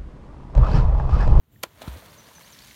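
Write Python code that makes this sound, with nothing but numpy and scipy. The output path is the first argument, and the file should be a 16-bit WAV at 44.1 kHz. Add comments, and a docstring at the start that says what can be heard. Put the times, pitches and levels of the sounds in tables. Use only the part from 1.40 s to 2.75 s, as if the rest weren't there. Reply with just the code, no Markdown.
"""A lake with a wooded shore; at the microphone, a low rumble of open air and a faint, thin tone.
A beaver slaps its tail on the water and dives: a sharp crack, a smaller splash, then the deep plunk
of an air cavity closing. Thrown water rains back as a wash of bubbles and spray that grows brighter.
Far off a small bird starts to warble, and the last, larger drops land."""
import sys
import numpy as np
from scipy import signal
from scipy.fft import rfft, irfft, next_fast_len
from scipy.io import wavfile
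from scipy.ndimage import map_coordinates

SR = 44100
rng = np.random.default_rng(int(sys.argv[2]) if len(sys.argv) > 2 else 0)


def unload_wav(signal):
    """Save mono or channel-first audio to the path in sys.argv[1] as 16-bit WAV at rate SR, clipped to [-1, 1]."""
    wavfile.write(
        sys.argv[1],
        SR,
        np.round(np.clip(np.atleast_2d(signal).T, -1, 1) * 32767).astype(np.int16),
    )


N = 59535


def amp(db):
    """Gain of a level in dB."""
    return 10 ** (np.asarray(db) / 20)


def unit(x):
    """x at rms 1."""
    return x / np.sqrt(np.mean(x ** 2) + 1e-20)


def clock():
    """Time of every sample in seconds."""
    return np.arange(N) / SR


def along(points, hz):
    """(frequency [Hz], value) points read on a log axis."""
    f, v = np.transpose(points)
    return np.interp(np.log(hz + 1), np.log(f + 1), v)


def level(points):
    """Gain per sample from (time [s], level [dB]) points."""
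    return amp(np.interp(clock(), *np.transpose(points)))


def wobble(rate):
    """A smooth random curve, rate knots a second."""
    return map_coordinates(rng.standard_normal(2000), [clock() * rate], mode="wrap")


def filtered(x, response):
    """x through a frequency response."""
    size = next_fast_len(N + SR // 2)
    return irfft(rfft(x, size) * response(np.fft.rfftfreq(size, 1 / SR)), size)[:N]


def coloured(x, colour):
    """x shaped by (frequency [Hz], gain [dB]) points, at rms 1."""
    return unit(filtered(x, lambda hz: amp(along(colour, hz))))


def noise(colour):
    """Coloured noise at rms 1."""
    return coloured(rng.standard_normal(N), colour)


def burst(s, rise_s, t60):
    """Envelope that swells to time s and dies away."""
    t = clock() - s
    return np.exp(np.minimum(t, 0) / rise_s - np.log(1000) * np.maximum(t, 0) / t60)


def bubbles(count, low_hz, high_hz, cycles, climb, spread_db):
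    """Bubbles at random times, each a damped ring of rising pitch; together at rms 1."""
    when, size, strength = rng.random((count, 3)).T[:, :, None]
    hz = low_hz * (high_hz / low_hz) ** size
    samples = np.arange(700)
    age = hz * samples / SR / cycles  # 1 when the ring is 60 dB down
    phase = 2 * np.pi * cycles * age * (1 + climb * np.minimum(age, 1) / 2)
    ring = np.sin(phase) * np.exp(-np.log(1000) * age)
    gain = amp(spread_db * np.minimum(-np.log(1 - strength), 4))
    positions = (when * N).astype(int) + samples
    return unit(np.bincount(positions.ravel(), (gain * ring).ravel(), N)[:N])


def whistle(s, shape, waver, flutter_db):
    """A slightly unsteady sine along (time from s [s], pitch [Hz], level [dB]) points."""
    at, hz, db = np.transpose(shape)
    t = clock() - s
    pitch = np.interp(t, at, hz) * (1 + waver * wobble(300))
    envelope = np.interp(t, at, amp(db), 0, 0) * amp(flutter_db * wobble(200))
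    return envelope * np.sin(2 * np.pi * np.cumsum(pitch) / SR)


def air():
    """Low rumble and faint hiss over the open lake."""
    # course of each layer (time [s], level [dB])
    rumble = [(0, -62), (.11, -62.5), (.14, -56.5), (.3, -58), (.42, -53.5), (.7, -56), (.97, -55.5),
              (1.06, -59), (1.35, -54.5)]
    hiss = [(0, -77), (.11, -73), (.122, -63), (1.35, -71.5)]
    # their spectra (frequency [Hz], gain [dB])
    rumble_colour = [(20, -14), (40, 0), (60, 2.5), (110, -1), (170, -3), (260, -8.5), (400, -21),
                     (1500, -41.5)]
    hiss_colour = [(150, -26), (300, 0.5), (600, -8), (1200, -15), (2000, -17), (3000, -11.5), (5000, -27),
                   (7500, -19.5), (10000, -24), (13000, -11.5), (16000, -14.5)]
    swell = amp(2.2 * wobble(12.54))
    return level(rumble) * swell * noise(rumble_colour) + level(hiss) * noise(hiss_colour)


def thin_tone():
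    """A faint, high tone hangs briefly in the background."""
    # its course (time [s], pitch [Hz], level [dB])
    course = [(.115, 7370, -82), (.125, 7330, -76), (.22, 7320, -81), (.33, 7300, -78)]
    return whistle(0, course, waver=0.0017, flutter_db=2.5)


def pops():
    """Single bubbles and air pockets pop, each with a short, damped ring."""
    # bubbles (time [s], pitch [Hz], relative level [dB], life [cycles])
    pockets = [(.160, 1830, -55, 50), (.412, 240, -42, 6.6), (0.4185, 630, -28.5, 9.3),
               (.4218, 686, -34, 3.8), (.441, 890, -36, 13), (.477, 1370, -37, 25), (0.4769, 340, -36, 8),
               (.561, 288, -39.5, 7.5), (.582, 600, -42.5, 13), (.624, 690, -45.5, 18),
               (.688, 152.5, -45, 15.2), (.914, 970, -48, 25), (.96, 165, -51.5, 21),
               (.982, 860, -47.5, 26), (.983, 1610, -42, 14), (1.011, 970, -46.5, 20),
               (1.046, 1850, -48.5, 35)]
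    out = np.zeros(N)
    for s, hz, db, cycles in pockets:
        turns = hz * np.maximum(clock() - s, 0)
        envelope = (1 - np.exp(-2 * turns)) * np.exp(-np.log(1000) * turns / cycles)
        swing = -envelope * np.cos(2 * np.pi * turns)
        out += amp(db + 4) * np.gradient(swing) * SR / (2 * np.pi * hz)
    return out


def tail_slap():
    """The flat tail meets the water in a quick run of cracks; the hardest rings the air under it."""
    # tail strikes (time [s], relative level [dB])
    cracks = [(0.2301, -29.5), (0.2337, -19.5), (0.2352, -18.5)]
    # their spectrum (frequency [Hz], gain [dB])
    colour = [(130, -30), (280, 0), (600, -11.5), (1800, -8), (3500, -7.5), (5700, -15), (7000, -8.5),
              (9400, -8.5), (10300, -15), (11300, -8), (15200, -18.5), (16000, -18)]
    # resonances of the squeezed air (frequency [Hz], width [Hz], gain [dB])
    peaks = [(165, 59, -12), (334, 35, 2), (533, 73, -14.5), (1006, 47, 4.5), (1230, 56, -2.5),
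             (1410, 50, 1), (1736, 100, 0), (1930, 88, -4), (2346, 99, 5), (3220, 155, 2), (4460, 110, 0),
             (5150, 141, -0.5), (6120, 120, -2), (6700, 110, -4.5)]

    def trapped_air(f):
        """The resonances summed with alternating signs."""
        return sum((-1) ** k * amp(db) * 1j * f * width / (hz * hz - f * f + 1j * f * width)
                   for k, (hz, width, db) in enumerate(peaks))

    blow = sum(amp(db) * burst(s, rise_s=0.00047, t60=0.014) for s, db in cracks)
    kick = amp(8) * (np.arange(N) == np.argmax(blow))
    return amp(-6) * blow * noise(colour) + filtered(kick, trapped_air)


def splashes():
    """The body and the water it throws tear the surface in short bursts."""
    # splashes (time [s], level [dB], t60 [s])
    hits = [(0.2375, -40.5, 0.078), (0.4197, -39.5, 0.044), (0.429, -47.5, 0.009), (0.479, -43.5, 0.079)]
    # their spectrum (frequency [Hz], gain [dB])
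    colour = [(120, -32), (200, -34), (683, -5), (1320, -17.5), (3200, -10.5), (4040, -8), (4520, -18),
              (12600, -21.5), (16000, -32)]
    return noise(colour) * sum(amp(db) * burst(s, rise_s=0.003, t60=t60) for s, db, t60 in hits)


def collapses():
    """Each collapsing air pocket sends one pressure spike between two shallow dips."""
    # spikes (time [s], width [s], relative level [dB])
    spikes = [(.2390, 0.00046, -17), (0.2406, 0.00035, -17)]
    out = np.zeros(N)
    for s, width, db in spikes:
        offset = np.hypot((clock() - s) / width, .15)  # rounds the tip
        out += amp(db + 1) * (1 - offset) * np.exp(-offset)
    return out


def churn():
    """Water closes over the dive: middling bubbles on a dull rush."""
    # course of the churning (time [s], level [dB])
    course = [(0, -76.5), (.225, -73), (.245, -48), (.285, -62.5), (.33, -63), (.40, -53.5), (.44, -47.5),
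              (.5, -46.5), (.62, -53), (.75, -53), (.88, -57), (.99, -58.5), (1.08, -56), (1.35, -61)]
    # spectrum of the rush (frequency [Hz], gain [dB])
    colour = [(100, -26), (250, 0.5), (420, -6.5), (580, 0.5), (760, -7.5), (950, 0), (1400, -5.5),
              (2200, -10.5), (4000, -15), (6000, -34.5), (16000, -20.5)]
    gurgle = bubbles(count=1500, low_hz=401, high_hz=4220, cycles=16, climb=0.15, spread_db=2)
    return level(course) * amp(1.3 * wobble(39.07)) * unit(noise(colour) + amp(-4.5) * gurgle)


def spray():
    """Spray patters back on the lake: tiny ticks and small bubbles on fizz."""
    # course of the falling spray (time [s], level [dB])
    course = [(0, -87), (.24, -69), (.33, -65), (.43, -54), (.54, -52.5), (.64, -54), (.8, -55), (.95, -54),
              (1.05, -53), (1.25, -51.5), (1.35, -51.5)]
    # spectrum of fizz and ticks (frequency [Hz], gain [dB])
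    colour = [(400, -9.5), (1100, -5), (1800, -0.5), (2600, 0.5), (4200, -1.5), (5500, -4), (8000, -3.5),
              (12000, -3), (16000, -6.5)]
    ticks = bubbles(count=2400, low_hz=3780, high_hz=15100, cycles=3.1, climb=0.11, spread_db=3.5)
    plinks = bubbles(count=800, low_hz=1500, high_hz=4970, cycles=22, climb=0.45, spread_db=3)
    envelope = level(course) * amp(wobble(50.05))
    return envelope * unit(noise(colour) + coloured(ticks, colour) + amp(-6.5) * plinks)


def cavity(start_s=.4755, life_s=0.1056, base_hz=59.5, t60=0.56):
    """The big air cavity opens with a falling thump, throbs, climbs as it nears the surface, and vents."""
    t = np.maximum(clock() - start_s, 0)
    fall_hz = 213 * np.exp(-(t / 0.00568) ** 2)
    climb_hz = 58.6 * np.exp(np.minimum(t - life_s, 0) / 0.0197)
    hz = base_hz + fall_hz + climb_hz
    attack = 1 - np.exp(-t / 0.0047)
    punch = 1 + 1.47 * np.exp(-(t / .011) ** 2)
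    vent = (1 - np.tanh((t - life_s) / .004)) / 2
    envelope = attack * punch * np.exp(-np.log(1000) * t / t60) * vent
    return amp(-27.5) * envelope * np.sin(2 * np.pi * np.cumsum(hz * (t > 0)) / SR)


def bird(settle_s=0.0367, fade_s=0.024):
    """A small bird far off: each thin note flutters up to a crest and falls to a held whistle."""
    # notes (crest time [s], rise level [dB], fall level [dB], final pitch [Hz])
    notes = [(.762, -61, -52, 5880), (0.932, -57, -51, 6020), (1.105, -52, -51, 5280),
             (1.285, -51.5, -58, 6000)]
    # upward sweep and start of the fall (time from crest [s], pitch [Hz], gain [dB])
    rise = [(-.085, 3946, -5), (-.06, 4660, -2.5), (-.043, 6440, -6), (-.015, 6800, -18), (0, 7500, -8),
            (0.011, 6870, -8)]
    fall_start = [(.012, 6900, -6), (.018, 6490, -7), (.023, 6210, 1.5)]
    out = np.zeros(N)
    for s, rise_db, fall_db, end_hz in notes:
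        fall = fall_start + [(settle_s, end_hz, -3), (settle_s + fade_s, end_hz, -25)]
        out += amp(rise_db) * whistle(s, rise, waver=0.0089, flutter_db=3.5)
        out += amp(fall_db) * whistle(s, fall, waver=0.00482, flutter_db=1.5)
    return out


def drops(width_octaves=.5):
    """Larger drops land with a soft splat, each around its own pitch."""
    # landings (time [s], pitch [Hz], level [dB])
    landings = [(1.011, 2120, -46), (1.075, 2900, -50), (1.161, 1500, -51.5), (1.189, 4140, -43.5),
                (1.205, 4000, -51), (1.222, 4100, -51), (1.246, 4500, -51), (1.302, 4300, -51),
                (1.311, 2800, -41)]
    out = np.zeros(N)
    for s, hz, db in landings:
        band = lambda f: 1 / (1 + (np.log2((f + 1) / hz) / width_octaves) ** 2)
        splat = unit(filtered(rng.standard_normal(N), band))
        out += amp(db) * burst(s, rise_s=.0012, t60=0.027) * splat
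    return out


def shore(x):
    """The wooded shore returns a soft reverberation."""
    # its decay (frequency [Hz], t60 [s])
    decay_times = [(100, .25), (1000, 0.4), (6000, 0.39), (16000, 0.12)]
    hz, t, spectrum = signal.stft(rng.standard_normal(SR // 2), SR, nperseg=256)
    decay = np.exp(-np.log(1000) * t / along(decay_times, hz)[:, None])
    echo = signal.istft(spectrum * decay, SR, nperseg=256)[1]
    return signal.fftconvolve(x, echo / np.linalg.norm(echo))[:N]


def scene():
    """The lake in mono: the dive almost dry, the distant bird with much more of the shore's echo."""
    dive = tail_slap() + collapses() + pops() + splashes() + cavity() + drops()
    song = bird()
    background = song + amp(-7.5) * shore(song) + thin_tone() + air()
    return (dive + amp(-32) * shore(dive) + churn() + spray() + background)[None]


def record(dry, low_cut_hz=42.6, top_hz=16000):
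    """The camera's microphone drops the deepest bass, hollows the treble and ends at its band limit."""
    # hollows in the treble (frequency [Hz], width [Hz], depth [dB])
    hollows = [(2673, 250, 2.5), (5080, 300, 2.5), (7940, 410, 4), (10360, 360, 4), (16100, 290, 5)]
    dips = lambda f: amp(-sum(db * np.exp(-((f - hz) / width) ** 2) for hz, width, db in hollows))
    low_cut = lambda f: 1 - 1 / (1 + (f / low_cut_hz) ** 4)
    return filtered(dry[0], lambda f: (f < top_hz) * dips(f) * low_cut(f))[None]


dry = scene()
out = record(dry)
unload_wav(out)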